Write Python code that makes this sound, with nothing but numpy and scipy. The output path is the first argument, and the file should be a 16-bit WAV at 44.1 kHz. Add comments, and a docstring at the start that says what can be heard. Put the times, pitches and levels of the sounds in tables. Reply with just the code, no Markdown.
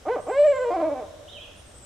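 """A short hoot from an owl on a near branch, then a long one that swells, sinks and breaks into a low,
wavering gargle: a round tone with overtones shaped by the throat, rougher as the pitch drops.
Farther from the stereo microphone, one songbird whistles a quick, broken phrase, another sings two runs
of very high, thin notes, and a third is only a faint, distant blur of treble.
The forest echoes them all over a steady hiss and a low rumble."""
import sys
import numpy as np
from scipy import signal
from scipy.fft import rfft, irfft
from scipy.io import wavfile
from scipy.ndimage import uniform_filter1d

SR = 44100
rng = np.random.default_rng(int(sys.argv[2]) if len(sys.argv) > 2 else 0)


def unload_audio(sound):
    """Save the sound as a 16-bit wav file, at the path given as the first command line argument."""
    columns = np.transpose(np.atleast_2d(sound))
    # keep every value between -1 and 1, then stretch to whole-number steps
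    steps = np.round(np.clip(columns, -1, 1) * 32767)
    wavfile.write(sys.argv[1], SR, steps.astype(np.int16))


N = 81585
T = np.arange(N) / SR
BIN_HZ = np.fft.rfftfreq(N, 1 / SR)


def undb(db):
    """Decibels to gain."""
    return 10 ** (np.asarray(db) / 20)


def unit(x):
    """Scale to an rms of 1."""
    return x / np.sqrt(np.mean(x ** 2))


def lookup(table, hz):
    """Read a table of f/Hz, value on a log-frequency axis."""
    f, value = np.array(table, float).T
    return np.interp(np.log(np.maximum(hz, 1)), np.log(f), value)


def colour(x, table):
    """Filter a sound by a table of f/Hz, level/dB."""
    return irfft(rfft(x) * undb(lookup(table, BIN_HZ)), N)


def wander(rate_hz):
    """Smooth random motion with an rms of 1."""
    hold = max(int(SR / rate_hz), 2)
    steps = rng.standard_normal(N)[np.arange(N) // hold]
    return unit(uniform_filter1d(uniform_filter1d(steps, hold), hold))


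def pan(db):
    """Gains at the microphone for a level difference, left minus right."""
    return undb(np.array([[.5], [-.5]]) * db)


def gate(start, end, attack_s=.0074, decay_s=.0035):
    """Fully open by the start of a note, dying away after its end."""
    return np.clip((T - start) / attack_s + 1, 0, 1) * np.exp(-np.maximum(T - end, 0) / decay_s)


# Likeness of left and right at the microphone: f/Hz, correlation/0-1
LIKENESS = [(70, 1), (140, 0.6), (700, 0.56), (1500, 0.29), (10500, 0.22), (12500, 0.9)]

def diffuse_noise():
    """Noise from all around: the two sides are most alike in the bass and at the very top."""
    mid, side = rfft(rng.standard_normal((2, N)))
    like = lookup(LIKENESS, BIN_HZ)
    return irfft(mid * np.sqrt((1 + like) / 2) + np.array([[1], [-1]]) * side * np.sqrt((1 - like) / 2), N)


# Spectra of the air among the trees and of the far rumble: f/Hz, relative level/dB
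HISS_SPECTRUM = [(100, -7), (300, -12), (560, -9), (900, -17.5), (1450, -16.5), (2300, -23), (3200, -20),
                 (4400, -27), (5500, -22), (8000, -26), (12000, -34), (13000, -46), (15000, -54)]
RUMBLE_SPECTRUM = [(15, -21), (57, 1.5), (100, 0.5), (135, -10.5), (250, -28), (1000, -74.5)]

def forest_air(hiss_db=-51, rumble_db=-55):
    """Steady hiss all round the microphone, over a distant rumble."""
    hiss = unit(colour(diffuse_noise(), HISS_SPECTRUM))
    rumble = unit(colour(diffuse_noise(), RUMBLE_SPECTRUM))
    return undb(hiss_db) * hiss + undb(rumble_db) * rumble


def forest_echo(x, early_db, late_db, early_t60_s=.45, late_t60_s=.79, gap_s=.014):
    """Quick scatter off near leaves and trunks, and the long echo from deep in the wood."""
    age = np.maximum(T - gap_s, 0)
    response = 0
    for db, t60 in ((early_db, early_t60_s), (late_db, late_t60_s)):
        tail = diffuse_noise() * (age > 0) * np.exp(-np.log(1000) * age / t60)
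        response = response + undb(db) * unit(tail) / np.sqrt(N)
    return signal.fftconvolve(x, response, axes=1)[:, :N]


# Band of treble from a bird far off in the wood: f/Hz, relative level/dB
FAR_SONG_SPECTRUM = [(2400, -33), (3100, -9), (3700, 1.5), (4300, -11.5), (5000, -36)]

def far_bird(peak_s=1.22, spread_s=.54, peak_db=-62.5):
    """Only the echo of the most distant song reaches the microphone, swelling and fading."""
    swell = np.exp(-((T - peak_s) / spread_s) ** 2)
    return undb(peak_db) * swell * unit(colour(diffuse_noise(), FAR_SONG_SPECTRUM))


# Two runs of high notes, back among the trees: start t/s, top f/Hz, level/dB
THIN_NOTES = [(0.198, 8600, -56.5), (0.276, 7980, -54), (0.377, 8130, -55), (.458, 7830, -53.5),
              (.546, 7670, -55), (1.559, 9150, -59.5), (1.654, 8664, -58), (1.739, 8400, -54.5),
              (1.815, 8160, -52)]

def thin_bird(note_s=.055, scoop=.09, scoop_s=.02):
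    """Some way off, a little left: each note scoops up towards its pitch, blurred by the trees."""
    song = 0
    waver = 1 + .02 * wander(500)
    for start, hz, db in THIN_NOTES:
        age = np.clip(T - start, 0, note_s)
        pitch = hz * waver * (1 - scoop * np.exp(-age / scoop_s))
        envelope = np.sqrt(np.abs(np.sin(np.pi * age / note_s)))
        song = song + undb(db) * envelope * np.sin(2 * np.pi * np.cumsum(pitch) / SR)
    direct = np.sqrt(2) * song * pan(db=2)
    return direct + forest_echo(direct, early_db=-1.5, late_db=0)


# Glides of the whistled phrase: start t/s, end t/s, first f/Hz, last f/Hz, level/dB
WHISTLE_GLIDES = [(1.283, 1.301, 3064, 3763, -48), (1.298, 1.339, 3706, 3893, -57),
                  (1.333, 1.37, 3260, 2960, -46.5), (1.371, 1.391, 2861, 2451, -48.5),
                  (1.411, 1.43, 3257, 3298, -46), (1.442, 1.461, 2827, 2536, -49.5)]

def whistling_bird():
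    """Some way off, a little right: quick, slightly burry glides that run together in the echo."""
    song = 0
    burr = 1 + .01954 * wander(400)
    for start, end, from_hz, to_hz, db in WHISTLE_GLIDES:
        pitch = np.interp(T, [start, end], [from_hz, to_hz]) * burr
        song = song + undb(db) * gate(start, end) * np.sin(2 * np.pi * np.cumsum(pitch) / SR)
    direct = np.sqrt(2) * song * pan(db=-3)
    return direct + forest_echo(direct, early_db=-2, late_db=-1.5)


# Rasp in the owl's voice, heard at close range: f/Hz, relative level/dB
RASP_SPECTRUM = [(200, -41), (380, -8.5), (700, -10), (1200, 11), (1500, -15), (2300, -19.5), (3200, -37),
                 (8000, -58)]

def owl_note(contour, throat, jitter, rasp_db, shimmer=.18, rough_below_hz=382, clear_above_hz=490):
    """A round fundamental with overtones shaped by the throat; low pitches jitter and rasp once a cycle."""
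    times, *columns = np.array(contour, float).T
    hz, fundamental_db, overtone_db = (uniform_filter1d(np.interp(T, times, c), 200) for c in columns)
    roughness = np.interp(hz, [rough_below_hz, clear_above_hz], [1, .12])
    phase = 2 * np.pi * np.cumsum(hz * (1 + jitter * roughness * wander(350))) / SR
    envelope = gate(times[0], times[-1])
    sounding = envelope > 1e-4
    harmonics = np.arange(2, 15)[:, None]
    weights = undb(lookup(throat, harmonics * hz[sounding]))
    weights /= np.linalg.norm(weights, axis=0)  # the throat sets timbre, not power
    overtones = np.zeros(N)
    overtones[sounding] = np.sum(weights * np.cos(harmonics * phase[sounding]), axis=0)
    voice = np.sqrt(2) * (undb(fundamental_db) * np.sin(phase) + undb(overtone_db) * overtones)
    rasp = unit(colour(rng.standard_normal(N) * (1 + np.cos(phase)), RASP_SPECTRUM))
    flutter = 1 + shimmer * roughness * wander(250)
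    return envelope * (voice * flutter + undb(overtone_db + rasp_db) * roughness * rasp)


# The calls from the near branch: t/s, f/Hz, fundamental level/dB, overtone level/dB
SHORT_HOOT = [(0.058, 240.3, -58.5, -35.5), (0.072, 305.6, -37, -29), (0.086, 385.4, -29.5, -25.5),
              (0.1, 447.3, -26.5, -33.5), (0.118, 499.4, -23.5, -33.5), (0.135, 511, -27, -35),
              (0.154, 485.7, -25, -36), (0.167, 302.7, -35, -24.5), (0.182, 254.1, -57, -32),
              (0.203, 191.7, -51, -37)]
LONG_HOOT = [(0.27, 245, -52.5, -34.5), (0.287, 310.7, -39.5, -29), (0.301, 383, -30.5, -29.5),
             (0.317, 505.6, -26, -38), (0.341, 522.3, -27, -33.5), (0.363, 552, -20.5, -38.5),
             (0.397, 587.4, -16.5, -39.5), (0.426, 582.3, -17, -41), (0.459, 625.6, -17.5, -42.5),
             (0.482, 565.2, -20, -41.5), (0.511, 583, -18, -41), (0.534, 526.4, -20.5, -38),
             (0.574, 525.8, -26, -34.5), (0.592, 493.3, -29.5, -38.5), (0.63, 516.4, -20, -35),
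             (0.656, 473.6, -30, -35.5), (0.695, 480, -24.5, -33.5), (0.706, 451.3, -38, -38)]
GARGLE = [(0.709, 344.8, -34.5, -23.5), (0.73, 353.8, -31.5, -24), (0.746, 388.4, -41, -29),
          (0.759, 376.5, -28.5, -26), (0.77, 337.4, -33.5, -27.5), (0.79, 324.3, -34, -26),
          (0.815, 348.4, -30.5, -21.5), (0.826, 303.3, -35.5, -28.5), (0.842, 304, -37.5, -27),
          (0.855, 327.8, -37.5, -25.5), (0.884, 316.9, -34, -29), (0.899, 274, -45.5, -31),
          (0.933, 294.3, -35.5, -28), (0.951, 257.2, -50, -33), (0.997, 251.7, -43, -33),
          (1.011, 226.6, -57, -39.5), (1.028, 204.6, -63, -34.5), (1.052, 191.6, -58, -44)]
# Resonances of the throat: f/Hz, relative level/dB
HOOT_THROAT = [(480, 4), (610, 16.5), (760, 4), (940, -3.5), (1070, -14.5), (1160, -26.5), (1420, -18.5),
               (1560, -12.5), (1760, -24.5), (2050, -19), (2330, -21.5), (2520, -32), (2950, -30),
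               (3450, -38.5), (3750, -37.5), (4100, -38), (4600, -44.5), (7000, -59.5)]
GARGLE_THROAT = [(450, 0.5), (620, 7.5), (760, 1.5), (880, -7), (1070, -8.5), (1270, -19.5), (1520, -20.5),
                 (1850, -28), (2280, -22), (2750, -37), (4500, -41)]
# The owl's balance at the microphone: f/Hz, left minus right level/dB
OWL_BALANCE = [(500, 0.5), (1200, -3.5), (2400, -2), (4400, -1)]
# Colour the wood gives the owl's echo: f/Hz, gain/dB
OWL_ECHO_COLOUR = [(440, 0.5), (600, 4.5), (760, -1), (1080, 4), (1190, 8.5), (1300, 0.5)]

def owl(reflection_s=.0066, reflection_db=-6):
    """Close by, near centre: two hoots and a gargle, hollowed by a reflection off a nearby surface."""
    hoots = sum(owl_note(hoot, HOOT_THROAT, jitter=.035, rasp_db=-12) for hoot in (SHORT_HOOT, LONG_HOOT))
    call = hoots + owl_note(GARGLE, GARGLE_THROAT, jitter=.007, rasp_db=-25)
    reflection = undb(reflection_db) * np.interp(T - reflection_s, T, call, left=0)
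    near = irfft(rfft(call + reflection) * pan(lookup(OWL_BALANCE, BIN_HZ)), N)
    return near + forest_echo(colour(near, OWL_ECHO_COLOUR), early_db=-15, late_db=-19, late_t60_s=2.22)


def scene():
    """The owl, the songbirds and the air, from one spot in the forest."""
    return owl() + whistling_bird() + thin_bird() + forest_air() + far_bird()


def record(dry, top_hz=15700):
    """The recorder behind the microphone cuts the top steeply."""
    return signal.sosfilt(signal.ellip(8, .2, 70, top_hz, fs=SR, output="sos"), dry)


dry = scene()
out = record(dry)
unload_audio(out)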